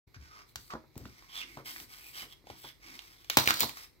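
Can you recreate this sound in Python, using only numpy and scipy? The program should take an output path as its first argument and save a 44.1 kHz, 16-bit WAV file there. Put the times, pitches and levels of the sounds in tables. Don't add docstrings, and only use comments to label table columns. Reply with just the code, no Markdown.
import sys
import numpy as np
from scipy import signal
from scipy.fft import rfft, irfft, next_fast_len
from scipy.io import wavfile
from scipy.ndimage import map_coordinates

SR = 44100
rng = np.random.default_rng(int(sys.argv[2]) if len(sys.argv) > 2 else 0)


def master_out(mix):
    frames = np.transpose(np.atleast_2d(mix))
    ceiling = np.clip(frames, -1, 1)
    pcm = np.round(ceiling * 32767).astype(np.int16)
    wavfile.write(sys.argv[1], SR, pcm)


N = 176400
T = np.arange(N) / SR

# pitch_hz, level_db
AIR_TONE = [(20, -23.5), (45, 12.5), (70, -2), (130, 1), (200, -10.5), (350, -3.5), (600, -17),
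            (1100, -16.5), (1600, -23.5), (2200, -13.5), (3000, -30.5), (4000, -17), (6000, -27),
            (9500, -35), (13000, -23.5), (16000, -31.5)]
# start_s, level_db, brightness_hz, thud_fade_s
BUMPS = [(0.07, -49, 90, 0.048), (.163, -43.5, 92, 0.29), (0.22, -53.5, 220, .1), (.557, -49.5, 145.7, 0.3),
         (.735, -35, 606, 0.1), (.752, -36, 1020, 0.069), (.839, -52, 880, 0.045),
         (.964, -38.5, 277.8, 0.15), (1.0, -43.5, 263, 0.37), (1.055, -38.5, 250, 0.086),
         (1.086, -47.5, 180, 0.082), (1.571, -41, 790, 0.17), (1.601, -47, 760, 0.039),
         (1.811, -53, 324, 0.25), (2.222, -50, 960, 0.2), (2.442, -51, 350, 0.055),
         (2.469, -50.5, 890, 0.03), (2.5, -40.5, 474, 0.094), (2.643, -43, 970, 0.086),
         (3.2994, -51, 600, 0.066), (3.372, -21, 580, 0.066), (3.475, -31, 644, 0.074),
         (3.507, -35, 800, 0.043), (3.622, -37, 525, 0.065), (3.636, -32, 710, 0.091)]
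# pitch_hz, level_db
THUD_TONE = [(25, -38.5), (50, -17), (70, 3), (100, -1), (130, 3), (160, -9.5), (220, 1), (330, 3.5),
             (500, 2.5), (900, 5), (1500, 13.5), (4000, -20.5)]
# pitch_hz, level_db, fade_s
TABLE_NOTES = [(74, -23, 0.27), (133, -9.5, 0.24), (172, -30.5, 0.3), (223.5, -7, 0.14),
               (273.7, -17.5, 0.15), (317.8, -11, 0.33), (466, -19.5, 0.069), (631, -16, 0.34),
               (843.4, 0, 0.11), (955, -2, 0.18), (1022, -6, .16)]
# peak_s, half_length_s, level_db
DRAGS = [(1.504, 0.077, -65), (1.74, 0.14, -67), (2.202, 0.15, -76.5), (2.919, 0.063, -59.5)]
# pitch_hz, level_db
DRAG_TONE = [(120, -14.5), (220, -0.5), (340, 5.5), (430, -14), (600, -23.5), (1500, -33)]
# peak_s, rise_s, fall_s, rub_db, ring_hz, ring_db, hiss_db
SLIDES = [(0.149, 0.0062, 0.021, -54.5, 1436, -55, -87), (.25, .05, 0.039, -58, 1383, -64, -68),
          (.365, 0.055, 0.056, -54, 1182, -52, -66), (0.501, 0.028, 0.02, -70, 4050, -68, -63),
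          (.6, 0.012, 0.083, -74, 4550, -62.5, -59.5), (.68, 0.079, 0.026, -68, 4270, -83, -58),
          (0.713, 0.01, 0.021, -51, 1155, -41.5, -62.5), (1.039, 0.076, 0.28, -58.5, 4130, -80.5, -64.5),
          (1.244, 0.013, 0.12, -64, 1047, -66, -72), (1.32, 0.0224, 0.034, -57, 3160, -56, -64),
          (1.388, 0.044, 0.031, -42.5, 3400, -41.5, -47), (1.427, 0.022, 0.013, -44.5, 2660, -43.5, -64),
          (1.51, 0.043, 0.085, -55, 2230, -56.5, -58), (1.686, 0.027, 0.036, -42, 3190, -50, -42),
          (1.79, 0.091, 0.049, -50.5, 2150, -97, -47), (1.96, 0.061, 0.042, -51.5, 3250, -65, -52),
          (2.075, 0.066, 0.046, -55, 2413, -55, -48.5), (2.199, 0.051, .045, -44.5, 3090, -48, -45),
          (2.319, 0.024, 0.019, -57, 3290, -54.5, -56.5), (2.55, 0.07, .04, -55.5, 3314, -63, -60.5),
          (2.61, 0.028, 0.045, -59, 3380, -63, -51.5), (2.664, 0.03, 0.039, -50, 3390, -50, -53),
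          (2.906, 0.069, 0.043, -50, 2230, -56, -59.5), (3.04, 0.17, 0.096, -54.5, 3460, -66.5, -57.5),
          (3.22, 0.075, 0.093, -61.5, 3410, -65, -62.5), (3.331, .012, 0.024, -43.5, 3740, -46, -48),
          (3.81, 0.055, 0.041, -48, 3860, -58.5, -49)]
# pitch_hz, level_db
RUB_TONE = [(100, -10.5), (350, -11.5), (600, -8.5), (1100, 3), (1600, 1), (2250, 7), (2800, -2.5),
            (3400, -2), (4200, -3), (5200, 5.5), (7500, -14.5), (16000, -39.5)]
# pitch_hz, level_db
HISS_TONE = [(2000, -18.5), (4500, -2), (6500, -15.5), (8200, -2.5), (9500, -12), (12000, -2.5),
             (15500, -0.5), (17000, -2)]
# start_s, crack_db, crack_fade_s, pop_hz, pop_db, tick_db, left_treble (0 to 1)
SNAPS = [(0.1446, -52, 0.014, 1440, -40, -75, 0.2), (.5578, -29, 0.015, 2930, -20.5, -31.5, 1),
         (.705, -47, 0.062, 1900, -37, -64, 0.2), (0.7372, -42, .015, 1260, -28, -62, 0.1),
         (.9557, -53, 0.012, 900, -46.5, -58, 0.4), (.9787, -44, .01, 8300, -50, -33, 0.94),
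         (1.0545, -50, 0.037, 1370, -34, -65, 0.3), (1.224, -58, 0.024, 1080, -45, -63, 0),
         (1.5728, -49, 0.014, 1120, -32.5, -72, 0.5), (1.7622, -48, 0.045, 1860, -26, -61, 0.9),
         (1.8, -39.5, 0.019, 1110, -68, -42, 1), (2.47, -52, 0.022, 694, -41, -65, 0.7),
         (2.5007, -43, 0.02, 850, -33, -56, 0), (2.9916, -41, 0.022, 3500, -23, -62, .3),
         (3.245, -50.5, 0.03, 3000, -55.5, -50, 0.9), (3.2988, -20, 0.02, 2980, -28, -19.5, 1),
         (3.3709, -12.5, 0.039, 896, -5, -3, .7), (3.4579, -29.5, 0.016, 4030, -31.5, -24, .4),
         (3.465, -39, 0.011, 3950, -22.5, -32, .4), (3.4752, -17, 0.015, 2350, -4, -17.5, 0.1),
         (3.4864, -29.5, 0.019, 1400, -10.5, -30.5, .3), (3.5066, -18, 0.019, 1400, -8.5, -22.5, 1),
         (3.54, -35, .012, 3530, -26.5, -21, 0.8), (3.597, -30.5, 0.015, 4020, -34, -18, 0.65),
         (3.6058, -18.5, 0.012, 3330, -33, -5.5, 0.3), (3.617, -30.5, 0.043, 4550, -26, -25.5, 1),
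         (3.6247, -55, 0.015, 3900, -13.5, -22, 0.8), (3.6333, -34, 0.045, 1026, -15.5, -26, 0.5),
         (3.6943, -36.5, .025, 2500, -27, -33, 0.5), (3.771, -45, 0.017, 1185, -34, -56, 0.1)]
# pitch_hz, level_db
TICK_TONE = [(3000, -32), (5500, -26), (7500, 4), (9500, -10), (12000, -2), (16000, 7.5)]
# pitch_hz, level_db
CRACK_TONE = [(40, -32.5), (130, -21), (400, -5), (1200, 2), (2500, 6.5), (4200, 4), (6000, 0.5),
              (8000, -8.5), (9500, -20), (12000, -5), (16000, -27)]
# time_s, delay_ms
SNAP_DELAYS = [(.14, 0.25), (.56, .2), (.74, 0.12), (.98, 0.053), (1.3, 0.23), (2.6, .29), (3, 0.33),
               (3.3, 0.28), (3.37, .18), (3.46, 0.326), (3.8, 0.3)]
# time_s, level_db
RIP_LEVELS = [(3.37, -67), (3.385, -23), (3.42, -42.5), (3.445, -38), (3.49, -30.5), (3.53, -39),
              (3.56, -36), (3.59, -40), (3.63, -26), (3.66, -44), (3.7, -48), (3.73, -56), (3.78, -68)]
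# pitch_hz, level_db
FIBRE_TONE = [(80, -34.5), (300, -2.5), (700, 1.5), (1200, 8), (2500, -4), (4200, 13), (6000, 3),
              (8000, -3.5), (9500, -8), (12500, 2.5), (16000, 0.5)]
# pitch_hz, left_minus_right_db
LEFT_TREBLE = [(4500, -0.5), (6500, 10), (9000, 14), (15000, 1.5)]
# pitch_hz, left_minus_right_db
PORT_BALANCE = [(60, 3), (140, 6), (300, -0.5), (800, 3), (1300, -2), (2000, -5.5), (3000, -6.5),
                (4400, -7), (5500, 1)]
# pitch_hz, fade_s
ECHO_FADES = [(80, 0.22), (300, 0.38), (1000, 0.23), (4000, 0.26), (9000, 0.37), (16000, 0.22)]
# pitch_hz, level_db
ECHO_TONE = [(80, -3.5), (400, -5), (1500, -7), (4000, -6.5), (8000, -9), (15000, -7.5)]

SIDES = np.array([[.5], [-.5]])


def amp(db):
    return 10 ** (np.asarray(db) / 20)


def unit(x):
    return x / np.sqrt(np.mean(x ** 2) + 1e-20)


def along(table, hz):
    pitches, values = np.transpose(table)
    return np.interp(np.log(hz + 1), np.log(pitches + 1), values)


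def tone(table):
    return lambda f: amp(along(table, f))


def filtered(x, curve):
    n = x.shape[-1]
    padded = next_fast_len(n + 4096)
    return irfft(rfft(x, padded) * curve(np.fft.rfftfreq(padded, 1 / SR)), padded)[..., :n]


def noise(curve, size=N):
    return unit(filtered(rng.standard_normal(size), curve))


def burst(curve, fade_s, size):
    fade = amp(-60 * T[:size] / fade_s)
    spectrum = rfft(np.pad(fade * rng.standard_normal(size), (0, size)))
    even = spectrum / (np.abs(spectrum) + 1e-12)
    puff = irfft(even * curve(np.fft.rfftfreq(2 * size, 1 / SR)))[:size] * fade ** 0.033
    return puff * np.linalg.norm(fade) / np.linalg.norm(puff)


def wobble(per_s):
    return map_coordinates(rng.standard_normal(N // 8), [T * per_s], mode="wrap")


def add(track, start_s, x):
    part = track[..., max(round(start_s * SR), 0):][..., :x.shape[-1]]
    part += x[..., :part.shape[-1]]


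def ports(x, delay_ms, left_treble):
    balance = lambda f: amp(SIDES * left_treble * along(LEFT_TREBLE, f))
    delay = lambda f: np.exp(2j * np.pi * SIDES * f * delay_ms / 1000)
    return filtered(x, lambda f: balance(f) * delay(f))


def room_air():
    shared, left, right = [noise(tone(AIR_TONE)) for _ in range(3)]
    return amp(-65) * unit(shared + 1.1 * np.array([left, right]))


def hand_on_pad():
    t = T[:SR // 2]
    drag_level = sum(amp(db) * np.exp(-((T - peak_s) / half_s) ** 4) for peak_s, half_s, db in DRAGS)
    out = noise(tone(DRAG_TONE)) * drag_level
    attack = 1 - np.exp(-t / 0.00018)
    for start_s, level_db, brightness_hz, fade_s in BUMPS:
        soften = lambda f: 1 / (1 + (f / brightness_hz) ** 3)
        thud = amp(-3.5) * burst(lambda f: tone(THUD_TONE)(f) * soften(f), fade_s, len(t))
        ring = np.zeros(len(t))
        for hz, note_db, note_fade_s in TABLE_NOTES:
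            fade = amp(note_db - 5 + rng.normal(0, 0.53) - 60 * t / note_fade_s)
            ring += soften(hz) * fade * np.sin(2 * np.pi * (hz * t + rng.random()))
        add(out, start_s, amp(level_db) * (thud + ring) * attack)
    return ports(out, delay_ms=0.16, left_treble=0.77)


def sheet_ring(hz, sharpness=9, sink_octaves_per_s=.5):
    slow = lambda f: 1 / (1 + (2 * sharpness * f / hz) ** 1.14) * (f < .9 * hz)
    wander = noise(slow, size=(2, SR))
    pitch_hz = hz * 2 ** (-sink_octaves_per_s * (T[:SR] - .5))
    phase = 2 * np.pi * np.cumsum(pitch_hz) / SR
    return wander[0] * np.cos(phase) + wander[1] * np.sin(phase)


def sliding_sheets():
    rub_power, ring, hiss_power = np.zeros((3, N))
    for peak_s, rise_s, fall_s, rub_db, ring_hz, ring_db, hiss_db in SLIDES:
        width_s = np.where(T < peak_s, rise_s, fall_s)
        swell = np.exp(-np.abs((T - peak_s) / width_s) ** 3.83)
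        rub_power += swell * amp(rub_db) ** 2
        hiss_power += swell * amp(hiss_db) ** 2
        sheet = np.zeros(N)
        add(sheet, peak_s - .5, sheet_ring(ring_hz))
        ring += np.sqrt(swell) * amp(ring_db) * sheet
    rub = np.sqrt(rub_power) * noise(tone(RUB_TONE))
    hiss = np.sqrt(hiss_power) * noise(tone(HISS_TONE))
    roughness = unit(amp(2.2 * wobble(per_s=430) + wobble(per_s=35.19)))
    return ports(amp(-4.5) * (ring + rub + hiss) * roughness, delay_ms=0.28, left_treble=1.0)


def paper_snaps(pop_cycles=10.5):
    out, t = np.zeros((2, N)), T[:SR // 10]
    crack_attack = 1 - np.exp(-t / 0.0001)
    pop_attack = 1 - np.exp(-t / 0.00011)
    for start_s, crack_db, crack_fade_s, pop_hz, pop_db, tick_db, left_treble in SNAPS:
        tick = amp(tick_db) * burst(tone(TICK_TONE), fade_s=0.011, size=len(t))
        crack = amp(crack_db) * burst(tone(CRACK_TONE), crack_fade_s, len(t))
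        pop = np.sin(2 * np.pi * pop_hz * t) * amp(pop_db - 60 * t * pop_hz / pop_cycles)
        snap = (tick + crack) * crack_attack + pop * pop_attack
        delay_ms = np.interp(start_s, *np.transpose(SNAP_DELAYS))
        add(out, start_s, ports(snap, delay_ms, left_treble))
    return out


def paper_rip(breaks_per_s=3500, size_spread_db=4):
    breaks = (rng.random(N) < breaks_per_s / SR) * rng.choice([-1, 1], N)
    sizes = amp(size_spread_db * np.minimum(rng.exponential(size=N), 4))
    clumps = amp(4.7 * wobble(per_s=260))
    crackle = unit(filtered(breaks * sizes * clumps, tone(FIBRE_TONE)))
    level_db = np.interp(T, *np.transpose(RIP_LEVELS), left=-150, right=-150)
    return ports(crackle * amp(level_db), delay_ms=0.367, left_treble=0.21)


def room(x, echo_db):
    hz, t, spectrum = signal.stft(rng.standard_normal((2, SR // 2)), SR, nperseg=256)
    fade_s = along(ECHO_FADES, hz)[:, None]
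    fade = amp(along(ECHO_TONE, hz)[:, None] - 60 * t / fade_s)
    same_energy = np.sqrt(2 * np.log(1000) / (fade_s * SR))
    echo = signal.istft(spectrum * fade * same_energy, SR, nperseg=256)[1]
    echo[:, :SR // 500] = 0
    return x + amp(echo_db) * signal.fftconvolve(x, echo, axes=1)[:, :N]


def scene():
    slides = room(sliding_sheets(), echo_db=2)
    snaps = room(paper_snaps(), echo_db=0.5)
    bumps = room(hand_on_pad(), echo_db=-6.5)
    rip = room(paper_rip(), echo_db=1.5)
    return room_air() + bumps + slides + snaps + rip


def record(dry):
    on_s, low_hz, top_hz, ceiling = 0.069, 53, 15950, .8
    switched_on = dry * np.clip((T - on_s) / 0.0067, 0, 1)
    bass_cut = lambda f: -f ** 2 / (low_hz ** 2 - f ** 2 + 1j * f * low_hz)
    coloured = filtered(switched_on, lambda f: amp(SIDES * along(PORT_BALANCE, f)) * bass_cut(f))
    rounded = coloured / (1 + (coloured / ceiling) ** 6) ** (1 / 6)
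    return filtered(rounded, lambda f: 1 / (1 + (f / top_hz) ** 160))


dry = scene()
out = record(dry)
master_out(out)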